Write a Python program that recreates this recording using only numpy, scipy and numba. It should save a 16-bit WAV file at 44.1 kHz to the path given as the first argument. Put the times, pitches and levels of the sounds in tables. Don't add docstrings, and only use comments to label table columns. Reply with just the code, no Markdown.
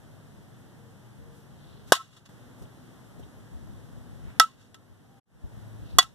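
import sys
import numpy as np
from scipy import signal
from scipy.fft import rfft, irfft
from scipy.io import wavfile
from scipy.ndimage import uniform_filter1d, minimum_filter1d
from numba import njit

SR = 44100
rng = np.random.default_rng(int(sys.argv[2]) if len(sys.argv) > 2 else 0)


def master_out(mix):
    frames = np.transpose(np.atleast_2d(mix))
    ceiling = np.clip(frames, -1, 1)
    pcm = np.round(ceiling * 32767).astype(np.int16)
    wavfile.write(sys.argv[1], SR, pcm)


N = 270774
T = np.arange(N) / SR
SEGMENT_STARTS_S = (0, 2.29, 5.23)


# (time [s], crack [dB], crack t60 [s], snap [dB], thump [Hz], thump [dB], right lag [ms],
# left minus right [dB], ring build-up [s], ring time left by the grip [ratio])
HITS = [(1.9213, -8.5, 0.034, -12, 525, -0.5, 0.053, 1, 0.00064, 0.59),
        (4.3978, -8, 0.019, -10, 857, -14.5, 0.05, -6, 0.00066, 0.75),
        (5.9855, -10, 0.031, 2, 378, -10.5, 0.059, -3, 0.0034, 0.9)]
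# (frequency [Hz], density [dB])
CRACK_SPECTRUM = [(200, -11.5), (600, -5.5), (1200, 5), (2500, -7), (5000, -5.5), (8000, -8), (11000, -8),
                  (13800, -16), (14600, -40.5)]
SNAP_T60_S, THUMP_T60_S = 0.006, 0.0098

def bat_hits():
    noise = diffuse(tint(CRACK_SPECTRUM))
    crack_noise = noise[0] + 0.1 * noise[::-1]
    snap_gains = tint([(3225, -20), (6450, 0), (11500, -1), (14000, -12), (16000, -26)])
    snap_noise = level(diffuse(snap_gains)[0], 0)
    out = np.zeros((2, N))
    for hit, row in enumerate(HITS):
        at_s, crack_db, t60_s, snap_db, thump_hz, thump_db, lag_ms, pan_db, build_s, grip = row
        t = T - at_s
        crack = undb(crack_db) * fall(t, t60_s) * crack_noise
        snap = undb(snap_db) * fall(t, SNAP_T60_S) * snap_noise
        thump = undb(thump_db) * fall(t, THUMP_T60_S) * np.sin(2 * np.pi * thump_hz * t)
        ring = barrel_ring(hit, t, grip) * np.clip(t / build_s, 0, 1)
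        direct = snap + thump + ring + barrel_notes(hit)
        out += (crack + [direct, delay(direct, lag_ms)]) * pan(pan_db)
    return out


MODES_HZ = [720, 1075, 1320, 1560, 1945, 2740, 2925, 3402, 3785, 4455, 5460, 6500, 7350]
# (t60 [s], level in hit 0 [dB], in hit 1 [dB], in hit 2 [dB])
MODE_DECAYS = [(0.032, -12, -20, -14.5), (.034, -6.5, -15, -5), (0.0093, -18, -18, -28),
               (.02, -25, -8.5, -27), (0.081, -27, -18, -16), (.04, -30, -26.5, -31.5),
               (0.04, -24, -27, -16), (0.061, -23.5, -23.5, -6.5), (0.076, -27.5, -26, -24.5),
               (0.061, -27, -24, -10), (0.031, -10, -10, -10), (0.04, -22, -27.5, -8),
               (0.053, -23.5, -20.5, -19)]
ROUGH_DB = 1.8

def barrel_ring(hit, t, grip):
    ring = 0
    for hz, (t60_s, *hit_db), phase in zip(MODES_HZ, MODE_DECAYS, rng.random(len(MODES_HZ))):
        envelope = undb(hit_db[hit] + ROUGH_DB * walk(200)) * fall(t, grip * t60_s)
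        ring += envelope * np.sin(2 * np.pi * (hz * t + phase))
    return ring


# (hit [index], time [s], note [index], level [dB], rise [s], hold [s], sag [dB/s])
BARREL_NOTES = [(0, 1.93, 1, -25, .002, .014, 650), (0, 1.956, 0, -48, .006, 0.059, 5),
                (0, 2.005, 1, -51.5, .012, 0.011, 202), (1, 4.402, 0, -19, .002, .042, 330),
                (1, 4.462, 0, -54, .01, .02, 700), (1, 4.49, 1, -65, .012, 0.019, 300),
                (1, 4.747, 0, -68, .001, .035, 150), (2, 6.027, 0, -42.5, .002, .002, 200),
                (2, 6.042, 0, -49.5, .002, 0.013, 350), (2, 6.05, 1, -66, .012, 0.028, 200)]
NOTE_HZ, NOTE_T60_S = (1314, 1070), 0.039

def barrel_notes(hit):
    out = np.zeros(N)
    for owner, at_s, note, db, rise_s, hold_s, sag_db_per_s in BARREL_NOTES:
        if round(owner) == hit:
            t = T - at_s
            held_s = np.clip(t, 0, hold_s)
            gain = undb(db + 2.5 - sag_db_per_s * held_s + ROUGH_DB * walk(120))
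            envelope = rise_fall(t - held_s, rise_s, NOTE_T60_S)
            out += gain * envelope * np.sin(2 * np.pi * NOTE_HZ[round(note)] * t)
    return out


# (near level [dB], near length [s], far level [dB], far t60 [s])
SCATTER = [(-27.5, .046, -44, .4), (-29.5, .022, -44.5, 0.3), (-35.5, 0.038, -41.5, 0.24)]
# (time [s], level [dB], rise [s], t60 [s])
ECHOES = [(1.955, -48.5, .003, .03), (2.141, -67, 0.024, .25), (2.168, -59.5, .005, 0.12),
          (2.262, -58, 0.0074, 0.097), (4.439, -50, .0023, .016), (4.625, -67, .035, .3),
          (4.7445, -50, .0006, 0.049), (6.028, -40.5, .002, .03)]
# (frequency [Hz], density [dB])
REFLECTED_SPECTRUM = [(250, -22.5), (700, -8.5), (1300, -4), (2500, -4), (4000, -1.5), (6000, -3),
                      (9000, -3.5), (13500, -10), (14300, -39.5)]
HUMP_DB, HUMP_HALF_WIDTH_HZ = 7, 94

def reflections():
    humps = sum(1 / (1 + ((bins_hz() - hz) / HUMP_HALF_WIDTH_HZ) ** 2) for hz in MODES_HZ)
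    noise = diffuse(tint(REFLECTED_SPECTRUM) * (1 + undb(HUMP_DB) * humps))
    scatter = 0
    for (at_s, *_), (near_db, near_s, far_db, far_t60_s) in zip(HITS, SCATTER):
        t = T - at_s
        near = undb(near_db) * fall(t, t60_s=0.21) * fall(np.maximum(t - near_s, 0), t60_s=0.098)
        far = undb(far_db) * fall(t, far_t60_s)
        scatter += (near + far) * undb(1.5 * walk(270))
    echoes = sum(undb(db) * rise_fall(T - at_s, rise_s, t60_s) for at_s, db, rise_s, t60_s in ECHOES)
    return noise * (scatter + echoes * undb(2.8 * walk(170)))


# (time [s], level [dB], rise [s], t60 [s], centre [Hz], width [octaves])
SWINGS = [(1.75, -75.5, .19, .75, 3500, 0.54), (1.9, -64.5, .025, .18, 2402, 2.9),
          (4.3, -72, 0.072, .89, 1507, 1.2), (5.92, -75.5, 0.089, .6, 3430, 0.71)]
# (time [s], level [dB], rise [s], t60 [s], centre [Hz], width [octaves])
RUSTLES = [(.6, -81, .032, 0.17, 9068, .8), (1.37, -76, .03, 0.34, 6950, 2.2),
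           (2.61, -78, 0.034, 0.12, 9000, 0.84), (2.655, -70, .003, .03, 2900, .3),
           (3.235, -70, .008, .06, 3200, .4)]
# (time [s], level [dB], rise [s], t60 [s], centre [Hz], width [octaves])
STEPS = [(2.625, -55, 0.0052, .091, 242, 1.1), (3.198, -58, 0.007, .055, 280, 1.15)]
NOISE_TOP_HZ = 14250

def batter_movement():
    out, size = np.zeros((2, N)), 32768
    for at_s, db, rise_s, t60_s, hz, octaves in SWINGS + RUSTLES + STEPS:
        edge, skirt = 2 ** (octaves / 2), 4 ** octaves
        band = [(hz / skirt, -30), (hz / edge, 0), (hz * edge, 0), (hz * skirt, -30)]
        gains = tint(band, size) * (bins_hz(size) < NOISE_TOP_HZ)
        noise = np.resize(diffuse(gains, size).T, (N, 2)).T
        grit_db = 3.5 * min(rise_s / 0.016, 1) * walk(150)
        out += undb(db + grit_db) * rise_fall(T - at_s, rise_s, t60_s) * noise
    return out


# (frequency [Hz], density [dB])
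EDDY_SPECTRUM = [(12, -22), (30, -6), (60, 0), (130, -6), (300, -20.5), (800, -40), (3000, -80)]
# (time [s], level [dB])
BUFFETING = [(0, -65), (1.1, -70.5), (1.85, -60.5), (2, -72), (3, -72.5), (3.8, -59.5), (4.3, -59.5),
             (4.5, -69), (5.2, -70), (5.55, -56), (5.95, -53), (6.14, -59.5)]
# (time [s], level [dB], half-width [s])
GUSTS = [(.39, -65, 0.022), (1.252, -64, .1), (2.63, -48, 0.021), (3.204, -56.5, .06), (3.416, -60, 0.027),
         (3.55, -55, 0.026), (3.654, -51.5, .05), (3.972, -50, .03), (4.138, -53.5, 0.031),
         (4.262, -50, .03), (4.92, -54.5, .02), (5.36, -58, 0.029), (5.455, -40.5, .02),
         (5.832, -47.5, 0.02), (5.96, -47.5, 0.028)]
LEE_DB = -8.5

def wind():
    rumble = irfft(rfft(rng.standard_normal((2, N))) * tint(EDDY_SPECTRUM), N)
    lumps = undb([2.9 * walk(60), 2.5 * walk(23) + LEE_DB])
    steady = undb(np.interp(T, *np.transpose(BUFFETING)))
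    gusts = sum(undb(db) * np.exp(-((T - at_s) / width_s) ** 2) for at_s, db, width_s in GUSTS)
    return level(rumble, 0) * lumps * (steady + gusts)


# (frequency [Hz], density [dB])
TRAFFIC_SPECTRUM = [(30, -13), (70, -8), (115, 2.5), (200, -2.5), (400, -15.5), (900, -21.5), (1800, -26),
                    (2500, -33.5), (3100, -31.5), (4200, -35.5), (6000, -36), (12000, -38), (14000, -42)]
TRAFFIC_DB = -58.5

def traffic():
    gains = tint(TRAFFIC_SPECTRUM) * (bins_hz() < NOISE_TOP_HZ)
    octave = np.log2(bins_hz() / 31.25 + 1e-9)
    out, swell_db = 0, 0.2 * walk(0.97)
    for k in range(10):
        band = gains * np.sqrt(np.clip(1 - abs(octave - k), 0, 1))
        share = np.sqrt(np.sum(band ** 2) / np.sum(gains ** 2))
        out += share * undb(swell_db + 0.49 * walk(8)) * diffuse(band)
    return level(out, TRAFFIC_DB)


# (frequency [Hz], level [dB], left minus right [dB])
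DRONES = [
    [(100.4, -65.5, 4), (121.7, -62, 4.5), (148, -65, 4), (211, -72, -0.2)],
    [(102, -64, 3), (120, -67, 3), (247.5, -69.5, 3.5)],
    [(106, -62, 1.5)],
]

def drones():
    out, segment = 0, np.searchsorted(SEGMENT_STARTS_S, T, side="right") - 1
    for k, partials in enumerate(DRONES):
        gate = uniform_filter1d(1. * (segment == k), size=441)
        out += gate * sum(wavering_tone(*partial) for partial in partials)
    return out


# (start [s], end [s], frequency [Hz], level
# [dB], left minus right [dB])
FAR_NOTES = [(0.623, 1.0, 467, -74.5, 3), (1.176, 1.41, 467.4, -70, 7), (1.75, 1.9, 416, -73, 6),
             (5.081, 5.21, 789, -76, 3), (5.52, 5.88, 107.9, -52, 1.5)]

def far_notes():
    out = 0
    for start_s, end_s, hz, db, pan_db in FAR_NOTES:
        fade_s = 0.07 * (end_s - start_s)
        gate = np.clip(np.minimum(T - start_s, end_s - T) / fade_s, 0, 1)
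        out += np.sqrt(gate) * wavering_tone(hz, db, pan_db)
    return out


def wavering_tone(hz, db, pan_db):
    gain = undb(db + 4.1 * walk(9.1))
    cycles = hz * np.cumsum(1 + 0.017 * walk(13)) / SR
    return gain * np.sin(2 * np.pi * cycles) * pan(pan_db)


PORT_SPACING_M, PORT_COHERENCE, SOUND_M_PER_S = 0.21, 0.98, 343

def diffuse(gains, size=N):
    coherence = PORT_COHERENCE * np.sinc(2 * bins_hz(size) * PORT_SPACING_M / SOUND_M_PER_S)
    mid, side = rfft(rng.standard_normal((2, size))) * gains * np.sqrt([1 + coherence, 1 - coherence])
    return level(irfft([mid + side, mid - side], size), 0)


def walk(rate_hz):
    hold = int(SR / rate_hz)
    steps = np.repeat(rng.standard_normal(N // hold + 1), hold)
    return 0.78 * uniform_filter1d(uniform_filter1d(steps, hold), hold)[:N]


def fall(t, t60_s):
    return (t >= 0) * np.exp(-np.log(1000) * np.clip(t, 0, 1) / t60_s)


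def rise_fall(t, rise_s, t60_s):
    return np.where(t < 0, np.exp(-(t / rise_s) ** 2), fall(t, t60_s))


def tint(points, size=N):
    hz, db = np.transpose(points)
    return undb(np.interp(np.log(bins_hz(size) + 1), np.log(hz), db))


def bins_hz(size=N):
    return np.arange(size // 2 + 1) * SR / size


def undb(db):
    return 10 ** (np.asarray(db) / 20)


def level(x, rms_db):
    return x * undb(rms_db) / np.sqrt(np.mean(x ** 2))


def pan(db):
    return undb([[db / 2], [-db / 2]])


def delay(x, ms):
    return np.interp(T - ms / 1000, T, x)


def scene():
    low_cut = signal.butter(2, 170, "high", fs=SR, output="sos")
    bat = signal.sosfilt(low_cut, bat_hits() + reflections())
    return bat + batter_movement() + wind() + traffic() + drones() + far_notes()


@njit
def duck(peaks, threshold, release):
    out, amount = np.empty(len(peaks)), 0.
    for i in range(len(peaks)):
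        amount = 1. if peaks[i] > threshold else amount * release
        out[i] = amount
    return out


DUCK_DEPTH_DB, DUCK_ABOVE_DB, RELEASE_S = 7.5, -29.5, 2.4
SEGMENT_DB = (4, 5.5, 5.5)

def gain_control(x):
    peaks = -minimum_filter1d(-abs(x).max(axis=0), size=441)
    segments = np.split(peaks, (np.array(SEGMENT_STARTS_S[1:]) * SR).astype(int))
    threshold, release = float(undb(DUCK_ABOVE_DB)), np.exp(-1 / (RELEASE_S * SR))
    ducked = np.concatenate([duck(part, threshold, release) for part in segments])
    base_db = np.repeat(SEGMENT_DB, [len(part) for part in segments])
    return undb(base_db + DUCK_DEPTH_DB * (0.5 - uniform_filter1d(ducked, size=221)))


# (frequency [Hz], gain [dB])
CROSS_FEED = [(50, -3), (500, -4.5), (3600, -3), (4600, -9.5), (6000, -12), (9000, -18)]
FEED_MS, TOP_HZ = 0.43, 15900
FADE_OUT_AT_S, FADE_OUT_S, FADE_IN_AT_S, FADE_IN_S, DIP_DB = 5.192, 0.0081, 5.253, 0.32, -52

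def record(dry):
    opposite = [delay(port, FEED_MS) for port in dry[::-1]]
    wide = dry - irfft(rfft(opposite) * tint(CROSS_FEED), N)
    fade_out = 1 - (T - FADE_OUT_AT_S) / FADE_OUT_S
    fade_in = (T - FADE_IN_AT_S) / FADE_IN_S
    dip = np.clip(np.maximum(fade_out, fade_in), undb(DIP_DB), 1)
    limited = np.tanh(1.1 * wide * gain_control(wide) * dip) / 0.9
    return signal.sosfilt(signal.ellip(8, 0.2, 70, TOP_HZ, fs=SR, output="sos"), limited)


dry = scene()
out = record(dry)
master_out(out)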